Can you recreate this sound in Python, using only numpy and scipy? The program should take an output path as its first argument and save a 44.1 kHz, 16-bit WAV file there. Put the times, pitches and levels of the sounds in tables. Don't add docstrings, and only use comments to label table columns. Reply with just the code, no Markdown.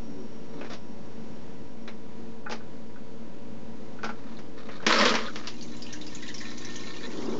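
import sys
import numpy as np
from scipy import signal
from scipy.fft import rfft, irfft, next_fast_len
from scipy.io import wavfile
from scipy.ndimage import map_coordinates

SR = 44100
rng = np.random.default_rng(int(sys.argv[2]) if len(sys.argv) > 2 else 0)


def generate_wav(signal):
    frames = np.transpose(np.atleast_2d(signal))
    scaled = np.clip(frames, -1, 1) * 32767
    pcm = np.round(scaled).astype(np.int16)
    wavfile.write(sys.argv[1], SR, pcm)


N = 325899


# start_s, hold_s, level_db
ICE_SHOVES = [(0.542, 0.18, -56), (0.703, .03, -53), (4.17, .02, -56), (4.25, 0.076, -55),
              (4.588, 0.076, -52.5), (4.72, 0.2, -50), (5.21, 0.078, -42.5), (5.38, 0.086, -47.5)]

def ice():
    pouring = swell(4.895, hold_s=0.395, rise_db_per_s=896, fall_db_per_s=602)
    thinning = amp(-22 - 86 * after(5.035))
    tumble = thinning * jostle(per_s=800, spread_db=3, wall_t60=0.097, places=12)
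    landing = amp(-26.5) * swell(5.04, hold_s=0.042, rise_db_per_s=110, fall_db_per_s=118)
    blows = signal.fftconvolve(impacts(per_s=400, spread_db=1.9), bin_modes())[:N]
    boom = landing * unit(band(blows, 193, 6000))
    shoving = sum(amp(db) * swell(s, hold_s, rise_db_per_s=453, fall_db_per_s=259.5)
                  for s, hold_s, db in ICE_SHOVES)
    scrape = shoving * jostle(per_s=160, spread_db=0, wall_t60=0.09, places=4)
    return pouring * (tumble + boom) + scrape


# frequency_hz, gain_db
CUBE_COLOUR = [(150, -37), (215, -8.5), (300, -6.5), (370, -8.5), (450, 2), (620, -0.5), (760, -13.5),
               (1050, 0.5), (1400, -2), (2000, -5), (2700, -10), (3300, -7.5), (5200, -12), (7000, -22)]

def jostle(per_s, spread_db, wall_t60, places):
    rings = np.zeros(N)
    for _ in range(places):
        contacts = impacts(per_s / places, spread_db)
        ring = bin_ring(crack_db=7, wall_t60=wall_t60, mode_db=-26)
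        rings += signal.fftconvolve(contacts, ring)[:N]
    return coloured(rings, CUBE_COLOUR)


# start_s, mid_db, hollow_re_mid_db, bright_re_mid_db
BIN_KNOCKS = [(.612, -48, 7, -12.5), (.647, -48.5, 6.5, -9.5), (.701, -51, 9, -0.5), (.72, -52, 3, -1.5),
              (.733, -50, 5, 3.5), (1.877, -44, -1.5, -8.5), (2.497, -49, 9, 0.5), (2.51, -47, 1, 4),
              (2.522, -39, 0.5, -3.5), (4.032, -44, 3.5, -5.5), (4.043, -39.5, 0, -2.5),
              (4.092, -45.5, 2, -8), (4.388, -51.5, 2, -5), (4.688, -44.5, 0.5, -12), (4.829, -47, 4, -12),
              (4.865, -23.5, -1, -3), (4.894, -37, -3, -6), (4.926, -24, -14, -9), (4.956, -33.5, 0, -4.5),
              (5.012, -27.5, -8, -4), (5.053, -25, -16, -1), (5.092, -30, -15, -1), (5.139, -30.5, 2, -4),
              (5.153, -29, -8, -2.5), (5.358, -41, -3.5, 0), (5.472, -43, -4.5, 6.5)]

def knocks():
    out = np.zeros(N)
    for s, db, hollow_db, bright_db in BIN_KNOCKS:
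        ring = bin_ring(crack_db=-2, wall_t60=0.16, mode_db=-24)
        hollow = amp(hollow_db) * unit_attack(band(ring, 210, 720))
        mid = unit_attack(band(ring, 950, 2400))
        bright = amp(bright_db) * unit_attack(band(ring, 2700, 5700))
        add(out, s, amp(db) * (hollow + mid + bright))
    return out


def bin_ring(crack_db, wall_t60, mode_db):
    modes = bin_modes()
    t = np.arange(len(modes)) / SR
    crack = amp(crack_db - 60 * t / 0.007)
    echoes = amp(-60 * t / wall_t60)
    return amp(mode_db) * modes + (crack + echoes) * rng.standard_normal(len(t))


# pitch_hz, gain_db, t60_s
BIN_MODES = [(220.5, 6, .32), (238, 2, .2), (332, 0, .16), (419, 1, .18), (438, 0, .18), (494, 0, .2),
             (561, -4, .16), (991, -6, .16), (1080, -4, .16), (1225, -3, .16), (1263, -4, .16),
             (1372, -2, .12), (1606, -4, .12), (1696, -4, .12), (1850, -3, .12), (2070, -3, .1),
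             (2455, -7, .08), (3321, -7, .06)]

def bin_modes():
    t = np.arange(SR // 3) / SR
    hz, db, t60 = np.transpose(BIN_MODES)[:, :, None]
    strength = amp(db + rng.standard_normal(hz.shape)) * rng.choice([-1, 1], hz.shape)
    return np.sum(strength * amp(-60 * t / t60) * np.sin(2 * np.pi * hz * t), axis=0)


# start_s, level_db, pitch_hz
CUBE_CLINKS = [(.613, -52.5, 2450), (1.879, -49.5, 3780), (2.514, -48, 2480), (4.368, -55, 3900),
               (4.755, -55, 4040), (4.799, -47, 1380), (4.866, -33.5, 5900), (4.867, -31, 3420),
               (4.923, -27.5, 4040), (4.984, -31.5, 5000), (5.078, -31.5, 3550), (5.263, -43, 3740),
               (5.282, -40.5, 1420)]

def clinks():
    out = np.zeros(N)
    for s, db, hz in CUBE_CLINKS:
        add(out, s, amp(db) * ping(hz, t60=0.079, width=0.11))
    return out


# start_s, level_db, favoured_hz
SCOOP_CONTACTS = [(.611, -46, 2460), (2.463, -37.5, 1480), (2.498, -41, 844), (2.525, -42, 840),
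                  (2.604, -53.5, 1400), (2.959, -53.5, 1490), (3.988, -48, 1550), (4.033, -37, 1220),
                  (4.043, -38, 950), (4.064, -41, 1190), (4.091, -38, 1150)]
# pitch_hz, gain_db, t60_s
SCOOP_MODES = [(393, 7.5, .1), (838, 6, 0.11), (1184, -11, 0.18), (1210, 2.5, 0.073), (1355, 1.5, 0.14),
               (1476, 5, 0.086), (1550, -4, 0.21), (2080, -20.5, .07), (2500, -2.5, 0.1)]

def scoop():
    out, t = np.zeros(N), np.arange(SR // 4) / SR
    hz, mode_db, t60 = np.transpose(SCOOP_MODES)[:, :, None]
    onset = 1 - np.exp(-t / 0.0002)
    for s, db, favoured_hz in SCOOP_CONTACTS:
        octaves_off = np.abs(np.log2(hz / favoured_hz))
        strength = amp(mode_db - 9.2 * octaves_off + 0.98 * rng.standard_normal(hz.shape))
        sines = np.sin(2 * np.pi * (hz * t + rng.random(hz.shape)))
        ring = onset * unit_attack(np.sum(strength * amp(-60 * t / t60) * sines, axis=0))
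        rattle = amp(-9) * ping(favoured_hz, t60=0.21, width=0.31)
        add(out, s, amp(db) * (ring + rattle))
    return out


# start_s, level_db, pitch_hz
BIG_DROPS = [(5.61, -48, 4430), (5.625, -48, 6020), (5.767, -54, 7040), (5.821, -43, 5000),
             (5.864, -48, 2920), (5.926, -42.5, 5950), (5.934, -48.5, 1670), (6.012, -45.5, 3870),
             (6.066, -45.5, 4950), (6.149, -43.5, 6700), (6.224, -44.5, 1870), (6.279, -45.5, 3840),
             (6.288, -43.5, 1820), (6.342, -41.5, 5560), (6.381, -44.5, 5180), (6.41, -43.5, 1870),
             (6.579, -46.5, 6170), (6.648, -44, 5700), (6.759, -43.5, 6160)]

def drops():
    out = np.zeros(N)
    for s, db, hz in BIG_DROPS + drips(count=24):
        ring = ping(hz, t60=0.11, width=0.085)
        splash = amp(-4.5) * ping(3500, t60=0.089, width=1.1)
        add(out, s, amp(db) * (ring + splash))
    return out


def drips(count, start_s=6.15, end_s=7.3, low_hz=1730, high_hz=5500):
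    when, size, pitch = rng.random((count, 3)).T
    s = start_s + (end_s - start_s) * (np.arange(count) + when) / count
    return list(zip(s, -53 + 3 * size, low_hz * (high_hz / low_hz) ** pitch))


# pitch_hz, relative_db
PUMP_TONES = [(119.5, -61.5), (240, -49), (301, -50), (360.5, -55.5)]

def pump():
    running = amp(-1 - 240 * before(5.3))
    flow = amp(-51 - 4.5 * before(6.67))
    hiss, patter = spray(), trickle()
    hum = tones(PUMP_TONES, waver_db=2.5, drift_rad=1.5)
    return running * (hum + flow * (hiss + bubbles(count=1300)) + patter)


# frequency_hz, gain_db
SPRAY_COLOUR = [(530, -29), (900, -38), (1050, 0), (1460, -5.5), (1790, -4), (2600, -24), (2840, -2),
                (6070, -1.5), (7020, -3.5), (7980, -16), (10400, -71.5), (17600, -120)]

def spray():
    return amp(-0.5 + 1.9 * wobble(25)) * coloured(rng.standard_normal(N), SPRAY_COLOUR)


# pitch_hz, width_hz, gain_db
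TRAY_RESONANCES = [(1072, 8.3, 0.5), (1350, 62, -11.5), (1820, 23, 2.5), (2134, 41, -8.5), (2186, 90, -8),
                   (3410, 91, -11.5), (3990, 120, -6)]

def trickle():
    trickling = swell(6.64, hold_s=0.34, rise_db_per_s=15, fall_db_per_s=43)
    level = trickling * amp(-48.5 + 3 * wobble(25))
    return level * resonate(impacts(per_s=150, spread_db=2.6), TRAY_RESONANCES)


def bubbles(count):
    out, t = np.zeros(N), np.arange(SR // 16) / SR
    for when, size, strength in rng.random((count, 3)):
        hz = 1900 * 3.8 ** size
        age = t * hz / 70
        rise = 1 + 0.027 * np.minimum(age, 1)
        add(out, when * N / SR, amp(7.7 * strength - 60 * age) * np.sin(2 * np.pi * hz * t * rise))
    echo = rng.standard_normal(len(t)) * amp(-60 * t / 0.16)
    return unit(unit(out) + unit(signal.fftconvolve(out, echo)[:N]))


# peak_s, level_db
PIPE_SURGES = [(.3, -49.5), (.58, -43)]
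# frequency_hz, gain_db
PIPE_COLOUR = [(71, -51), (120, -12), (187, -17), (227, 0.5), (285, -4), (422, -5), (675, -21.5),
               (964, -18.5), (1520, -27), (2500, -50), (3250, -56.5), (5500, -120)]

def pipes():
    surging = sum(amp(db) * swell(s, hold_s=0, rise_db_per_s=130, fall_db_per_s=95)
                  for s, db in PIPE_SURGES)
    rushing = amp(-33.5 - 42.5 * before(7.28))
    return (surging + rushing) * coloured(rng.standard_normal(N), PIPE_COLOUR)


# start_s, hold_s, pitch_hz, level_db
PIPE_GURGLES = [(0, 0.038, 227, -44.5), (0.076, 0.054, 285, -46.5), (0.168, .05, 378, -47),
                (.53, .05, 450, -51.5)]

def gurgles():
    notes, t = np.zeros(N), np.arange(N) / SR
    for s, hold_s, hz, db in PIPE_GURGLES:
        level = amp(db) * swell(s, hold_s, rise_db_per_s=380, fall_db_per_s=380)
        notes += level * np.sin(2 * np.pi * hz * t + 0.3 * wobble(70))
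    return np.sqrt(2) * amp(2.2 * wobble(36)) * notes


# pitch_hz, level_db
MOTOR_TONES = [(225.5, -51), (451.5, -55), (532.9, -65.5), (564.5, -62), (4457, -79)]
# pitch_hz, width_hz, gain_db
PANEL_RESONANCES = [(226.8, 9.3, -7.5), (277.3, 14, -7.5)]

def tilt_motor(unload_s=5.2, ease_s=0.3, unload_db=-3):
    panels = resonate(rng.standard_normal(N), PANEL_RESONANCES)
    drone = amp(-52) * unit(band(panels, 170, 337))
    unloaded = np.minimum(after(unload_s) / ease_s, 1)
    return amp(unload_db * unloaded) * (drone + tones(MOTOR_TONES, waver_db=1.85, drift_rad=0.88))


# frequency_hz, gain_db
FAN_COLOUR = [(21, -41.5), (35, -23.5), (172, -8), (220, -3), (253, -11.5), (347, -7.5), (389, -15),
              (446, -14.5), (477, -15), (547, -14.5), (656, -21), (943, -21.5), (1130, -26), (5680, -38),
              (7980, -42.5), (10400, -79.5), (17600, -120)]

def fan():
    return amp(-46 + wobble(4.8)) * coloured(rng.standard_normal(N), FAN_COLOUR)


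# pitch_hz, level_db
HUM_TONES = [(59.2, -63.5), (120, -61), (732.1, -69), (963.6, -63.5)]

def compressor_hum():
    return tones(HUM_TONES, waver_db=0.5, drift_rad=0.62)


def refrigerant():
    level_db = -65.5 - 6.5 * after(0) - 26 * after(1.9)
    return amp(level_db) * resonate(rng.standard_normal(N), [(5590, 46, 0)])


def ping(hz, t60, width):
    t = np.arange(SR // 4) / SR
    burst = rng.standard_normal(len(t)) * amp(-60 * t / t60)
    return unit_attack(band(burst, hz / (1 + width), hz * (1 + width)))


def impacts(per_s, spread_db):
    hits = rng.random(N) < per_s / SR
    sizes = amp(spread_db * np.clip(rng.standard_normal(N), -2, 2))
    return hits * sizes * rng.choice([-1, 1], N)


def tones(lines, waver_db, drift_rad):
    out, t = np.zeros(N), np.arange(N) / SR
    for hz, db in lines:
        peak = np.sqrt(2) * amp(db + waver_db * wobble(7))
        out += peak * np.sin(2 * np.pi * hz * t + drift_rad * wobble(3))
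    return out


def swell(s, hold_s, rise_db_per_s, fall_db_per_s):
    return amp(-rise_db_per_s * before(s) - fall_db_per_s * after(s + hold_s))


def before(s):
    return np.maximum(s - np.arange(N) / SR, 0)


def after(s):
    return np.maximum(np.arange(N) / SR - s, 0)


def wobble(rate):
    return map_coordinates(rng.standard_normal(2048), [np.arange(N) * rate / SR], mode="wrap")


def filtered(x, response):
    size = next_fast_len(len(x) + SR // 2)
    return irfft(rfft(x, size) * response(np.fft.rfftfreq(size, 1 / SR)), size)[:len(x)]


def coloured(x, points):
    f, db = np.transpose(points)
    return unit(filtered(x, lambda hz: amp(np.interp(np.log(hz + 1), np.log(f), db))))


def resonate(x, peaks):
    def response(f):
        return sum((-1) ** k * amp(db) * 1j * f * width / (hz * hz - f * f + 1j * f * width)
                   for k, (hz, width, db) in enumerate(peaks))
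    return unit(filtered(x, response))


def band(x, low_hz, high_hz):
    edges = [low_hz, min(high_hz, SR * 0.45)]
    return signal.sosfilt(signal.butter(3, edges, "band", fs=SR, output="sos"), x)


def add(track, s, sound):
    start = max(round(s * SR), 0)
    track[start:start + len(sound)] += sound[:max(N - start, 0)]


def amp(db):
    return 10 ** (np.asarray(db) / 20)


def unit(x):
    return x / np.sqrt(np.mean(x ** 2) + 1e-20)


def unit_attack(x):
    return x / np.std(x[:SR // 50])


def scene():
    background = fan() + tilt_motor() + refrigerant() + compressor_hum() + gurgles() + pipes()
    harvest = knocks() + scoop() + clinks() + ice()
    refill = pump() + drops()
    return (background + harvest + refill)[None]


def record(dry):
    offset, knee_hz, top_hz = -0.047, 6800, 8134
    def response(hz):
        return amp(-24 * np.clip((hz - knee_hz) / 1300, 0, 2) ** 2) * (hz < top_hz)
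    return offset + filtered(dry[0], response)[None]


dry = scene()
out = record(dry)
generate_wav(out)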